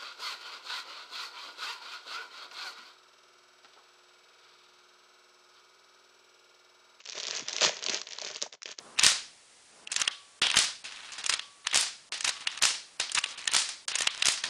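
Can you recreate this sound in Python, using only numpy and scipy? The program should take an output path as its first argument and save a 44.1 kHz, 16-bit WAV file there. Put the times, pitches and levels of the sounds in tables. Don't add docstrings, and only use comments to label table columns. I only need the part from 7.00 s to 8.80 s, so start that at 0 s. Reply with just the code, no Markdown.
import sys
import numpy as np
from scipy import signal
from scipy.io import wavfile
from scipy.ndimage import uniform_filter1d

SR = 44100
rng = np.random.default_rng(int(sys.argv[2]) if len(sys.argv) > 2 else 0)


def file_out(sig):
    cols = np.atleast_2d(sig).T
    lim = np.clip(cols, -1, 1)
    pcm = np.round(lim * 32767).astype(np.int16)
    wavfile.write(sys.argv[1], SR, pcm)


N = 79380
TIME = np.arange(N) / SR

# start_s [s], rustle_db [dB], rumple_db [dB]
FILM_EFFORT = [(0,-43,-43),(.03,-57,-75.5),(.069,-50,-56.5),(.143,-48,-57),(.165,-40.5,-43.5),(.221,-44.5,-50.5),(.3,-41.5,-45),(.362,-35,-47),
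               (.413,-44,-48),(.448,-48,-56.5),(.5,-43,-48.5),(.603,-40,-45),(.617,-25.5,-36.5),(.644,-23.5,-30),(.683,-29,-36),
               (.706,-41,-50.5),(.82,-47.5,-49.5),(.882,-41.5,-44.5),(.937,-31.5,-42.5),(.985,-40.5,-48),(1.054,-53,-56),(1.11,-46,-54.5),
               (1.18,-47,-54.5),(1.273,-42,-44.5),(1.33,-46,-48.5),(1.372,-44.5,-51.5),(1.407,-49.5,-85),(1.43,-41.5,-42),
               (1.51,-62.5,-64.5),(1.544,-48.5,-46.5),(1.58,-78,-66.5),(1.62,-69.5,-88),(1.655,-54,-70),(1.66,-45.5,-52),(1.726,-44.5,-51.5),(1.762,-64,-86),(1.79,-48,-54)]

HISS_DB = -70.5
ROOM_DB, ROOM_T60_S, ROOM_DELAY_S = -13, 0.31, 0.0055

SLIDE_START_S, SLIDE_END_S = 0.42, 0.56
SLIDE_DB, SLIDE_HZ, SLIDE_WIDTH_HZ = -52, 3450, 320

RUMPLE_DB, RUMPLES_PER_S = -3, 1100
RUSTLE_DB, CREASE_WIDTH_HZ = -0.5, 950
CREASES_PER_S, CREASE_SPREAD_DB = 2200, 2.5
DENSITY_FOLLOWS = 0.4

POP_DB, POP_PACKET_DB = -3, -9
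POP_RISE_CYCLES, POP_WOBBLE = 0.72, 0.1
POP_SAG_PER_S = 26

SNAP_DB, SNAP_CRACK_DB = 1.29, -15
SNAP_WIDTH_HZ = 2640
AFTERSLIPS_PER_S, AFTERSLIP_DB = 6000, -4.5
RUN_S, RUN_SPREAD = 0.0014, 0.39
PACKET_DETUNE = 0.086
KNOCK_DB = -13
KNOCK_FOLLOWS = 0.59

MIC_LOW_HZ, MIC_HIGH_HZ, CUTOFF_HZ = 103, 6880, 9100
GATE_DB, GATE_SLOPE = -43, 0.72
GATE_DEPTH_DB, GATE_WINDOW_S = 22, 0.0094


def from_db(db):
    return 10 ** (np.asarray(db) / 20)


def rms_one(x):
    return x / np.sqrt(np.mean(x ** 2) + 1e-20)


def butter(x, hz, kind, order=2):
    sos = signal.butter(order, hz, kind, fs=SR, output="sos")
    return signal.sosfilt(sos, x + 1e-18)


def resonate(x, hz, width_hz):
    r = np.exp(-np.pi * width_hz / SR)
    zeros = np.array([1, 0, -1]) * (1 - r * r) / 2
    poles = [1, -2 * r * np.cos(2 * np.pi * hz / SR), r * r]
    return signal.lfilter(zeros, poles, x + 1e-18)


def add(out, s, x):
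    i = int(np.clip(s * SR, 0, N - 1))
    out[i:i + len(x)] += x[:N - i]


def grains(per_s, spread_db):
    sizes = from_db(spread_db * np.minimum(rng.exponential(1, N), 4))
    signs = rng.choice([-1, 1], N)
    struck = rng.random(N) < per_s / SR
    return sizes * signs * struck / np.sqrt(per_s)


def evened(x, window_s):
    x = rms_one(x)
    power = np.abs(uniform_filter1d(x * x, int(window_s * SR)))
    return x / np.sqrt(power + .01)


def packet(x, tuning=1):
    # pitch_hz [Hz], width_hz [Hz], level_db [dB]
    resonances = [(128,21,-9),(210,105,-9.5),(371.4,103,0.5),(431,70.6,6),(620,75,4.5),(747,61,0),(936,110,-1.5),(1070,86,0),(1540,820,-8)]
    out = 0
    for k, (hz, width_hz, db) in enumerate(resonances):
        out = out + (-1) ** k * from_db(db) * resonate(x, hz * tuning, width_hz)
    return out


def hiss():
    return from_db(HISS_DB) * rms_one(butter(rng.standard_normal(N), 2800, "low", order=1))


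def room(x):
    t = TIME[:SR // 2]
    tail = rng.standard_normal(len(t)) * from_db(-60 * t / ROOM_T60_S) * (t > ROOM_DELAY_S)
    tail = from_db(ROOM_DB) * tail / np.sqrt(np.sum(tail ** 2))
    return x + signal.fftconvolve(x, tail)[:N]


def slide():
    progress = np.clip((TIME - SLIDE_START_S) / (SLIDE_END_S - SLIDE_START_S), 0, 1)
    stroke = np.sqrt(np.abs(np.sin(np.pi * progress)))
    squeak = rng.standard_normal(N)
    for _ in range(2):
        squeak = resonate(squeak, SLIDE_HZ, SLIDE_WIDTH_HZ)
    return from_db(SLIDE_DB) * stroke * rms_one(squeak)


def rumple():
    s, _, db = np.transpose(FILM_EFFORT)
    level_db = np.interp(TIME, s, db) + RUMPLE_DB
    shaken = packet(grains(RUMPLES_PER_S, spread_db=6.5))
    return from_db(level_db) * evened(shaken, window_s=0.079)


def rustle(count=16):
    # pitch_hz [Hz], level_db [dB]
    colour = [(900, -4.5), (1700, 1.5), (2900, 3.5), (5200, -5.5), (6500, 7), (7800, -21.5)]
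    s, db, _ = np.transpose(FILM_EFFORT)
    level_db = np.interp(TIME, s, db)
    density_db = DENSITY_FOLLOWS * (level_db - np.median(level_db))
    clicks = grains(CREASES_PER_S * from_db(density_db), CREASE_SPREAD_DB)
    facet_of_click = rng.integers(0, count, N)
    colour_hz, colour_db = np.transpose(colour)
    film = np.zeros(N)
    for k, hz in enumerate(np.linspace(1100, 7600, count)):
        facet_db = np.interp(np.log(hz), np.log(colour_hz), colour_db)
        film += from_db(facet_db) * resonate(clicks * (facet_of_click == k), hz, CREASE_WIDTH_HZ)
    return from_db(level_db + RUSTLE_DB) * evened(butter(film, 890, "high"), window_s=0.021)


def pops():
    # start_s [s], level_db [dB], pitch_hz [Hz]
    folds = [(.152,-38.5,480),(.412,-47,435),(.4205,-36.5,300),(.425,-45,180.6),(.537,-37,458),(.616,-22.5,620),(.6385,-22.5,684),(.648,-15.5,1110),
             (.649,-28.5,417),(.66,-32.5,228),(.6935,-21.5,656),(.884,-30,427),(.895,-34.5,291),(.935,-28.5,457),(1.186,-31.5,1010),(1.221,-30.5,670),
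             (1.4225,-29.5,546),(1.431,-28,507),(1.4628,-31.5,750),(1.656,-36.5,485),(1.787,-39,455)]
    t, out = TIME[:SR // 20], np.zeros(N)
    for s, db, hz in folds:
        age = t * hz / POP_RISE_CYCLES
        envelope = age * np.exp(1 - age)
        wobble = POP_WOBBLE * rms_one(butter(rng.standard_normal(len(t)), hz, "low"))
        pitch_hz = hz * (1 + wobble) * np.exp(-POP_SAG_PER_S * t)
        swing = envelope * np.sin(2 * np.pi * np.cumsum(pitch_hz) / SR)
        add(out, s, from_db(db + POP_DB) * butter(swing, hz / 2, "high"))
    return out + from_db(POP_PACKET_DB) * packet(out)


def snaps():
    # start_s [s], level_db [dB], pitch_hz of the facet [Hz]
    creases = [(.0395,-48,3800),(.0555,-39,5600),(0.0604,-39.5,3500),(0.0749,-39.5,4500),(0.0896,-37,3300),(0.0974,-33.5,5500),(0.1071,-41,4200),
               (0.122,-35.5,4200),(0.1309,-37.5,3850),(0.1532,-37.5,4800),(0.1791,-34,3300),(.1858,-35,5200),(0.2003,-31,4500),(0.205,-35,4600),
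               (0.2094,-38.5,5300),(0.2318,-32.5,4700),(0.2378,-33.5,4000),(0.2526,-33.5,3200),(0.2692,-29,5200),(.2761,-35.5,4500),(0.2826,-30.5,4200),
               (.304,-36.5,4000),(0.3099,-27.5,4100),(.3513,-31.5,5400),(0.3665,-33.5,4180),(0.371,-29,5900),(0.377,-36.5,4170),(0.3944,-31.5,5100),
               (0.4076,-39,4660),(0.484,-26,4500),(0.4946,-32,4400),(.5081,-39,4700),(0.5104,-41,3580),(0.5303,-28.5,5500),(0.5356,-37,5140),
               (0.5647,-25.5,4940),(0.5835,-28.5,3100),(0.6104,-23,3480),(0.6184,-20,5030),(0.63,-25,5260),(.632,-26.5,3960),(0.6386,-19,2750),
               (0.6427,-31,4660),(0.6485,-18.5,4220),(.6549,-28,4700),(0.6613,-21,5600),(0.6634,-27.5,2490),(.686,-30.5,4470),(.693,-27.5,3730),
               (0.7686,-36,4250),(0.7915,-41.5,4270),(0.8257,-33.5,3160),(0.8315,-35,3250),(.84,-27,6300),(.8635,-24,4370),(0.868,-34.5,4950),
               (0.8855,-26.5,2940),(0.8961,-24.5,4800),(0.8988,-25.5,5000),(0.9451,-24.5,4770),(.9659,-35,4570),(.9739,-34.5,3300),
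               (1.0155,-31,4680),(1.0706,-37,3850),(1.0886,-39.5,5200),(1.1093,-38.5,4140),(1.1222,-37.5,3700),(1.132,-35,4300),(1.1644,-44,4240),
               (1.186,-32,4450),(1.2007,-43.5,4670),(1.216,-32.5,5000),(1.2204,-36.5,4600),(1.248,-32.5,5000),(1.252,-36,4800),(1.267,-36.5,3300),
               (1.273,-34,4870),(1.2872,-38,4000),(1.3007,-40,4300),(1.3133,-37.5,5400),(1.3465,-36.5,5100),(1.3602,-33.5,3730),(1.3669,-34.5,6100),
               (1.4176,-29,4800),(1.4242,-22,6400),(1.4313,-41,3270),(1.527,-40,3540),(1.5353,-42,5700),(1.5504,-44.5,4300),
               (1.62,-41,1770),(1.6203,-42.5,4270),(1.631,-34,5300),(1.6572,-33,2950),(1.6891,-40,3300),(1.712,-42,5000),(1.7158,-35.5,6400),(1.7875,-33,5040)]
    t, out = TIME[:SR // 20], np.zeros(N)
    snap_span = .003 * SR
    effort_s, _, rumple_db = np.transpose(FILM_EFFORT)
    for s, db, hz in creases:
        stretch, tuning = np.exp(rng.standard_normal(2) * [RUN_SPREAD, PACKET_DETUNE])
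        slipped = rng.random(len(t)) < AFTERSLIPS_PER_S / SR
        sizes = rng.standard_normal(len(t)) * from_db(AFTERSLIP_DB)
        slips = slipped * sizes * np.exp(-t / (RUN_S * stretch))
        slips[0] = 1

        facet = resonate(slips, hz, SNAP_WIDTH_HZ * hz / 4500)
        crack = from_db(SNAP_CRACK_DB) * slips
        slack_db = min(np.interp(s, effort_s, rumple_db) - np.median(rumple_db), 0)
        knock = from_db(KNOCK_DB + KNOCK_FOLLOWS * slack_db) * packet(slips, tuning)
        snap = butter(facet + crack, 1000, "high", order=3) + knock
        add(out, s, from_db(db + SNAP_DB) * snap * np.sqrt(snap_span / np.sum(snap ** 2)))
    return out


def scene():
    handling = slide() + rumple() + rustle() + pops() + snaps()
    return (room(handling) + hiss())[None]


def record(dry):
    x = butter(dry, MIC_LOW_HZ, "high", order=6)
    x = butter(x, MIC_HIGH_HZ, "low", order=9)
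    power = np.abs(uniform_filter1d(x * x, int(GATE_WINDOW_S * SR)))
    level_db = 10 * np.log10(power + 1e-14)
    cut_db = np.clip(GATE_SLOPE * (GATE_DB - level_db), 0, GATE_DEPTH_DB)
    top_cut = signal.ellip(10, .2, 80, CUTOFF_HZ, fs=SR, output="sos")
    return signal.sosfilt(top_cut, x * from_db(-cut_db))


dry = scene()
out = record(dry)
file_out(out)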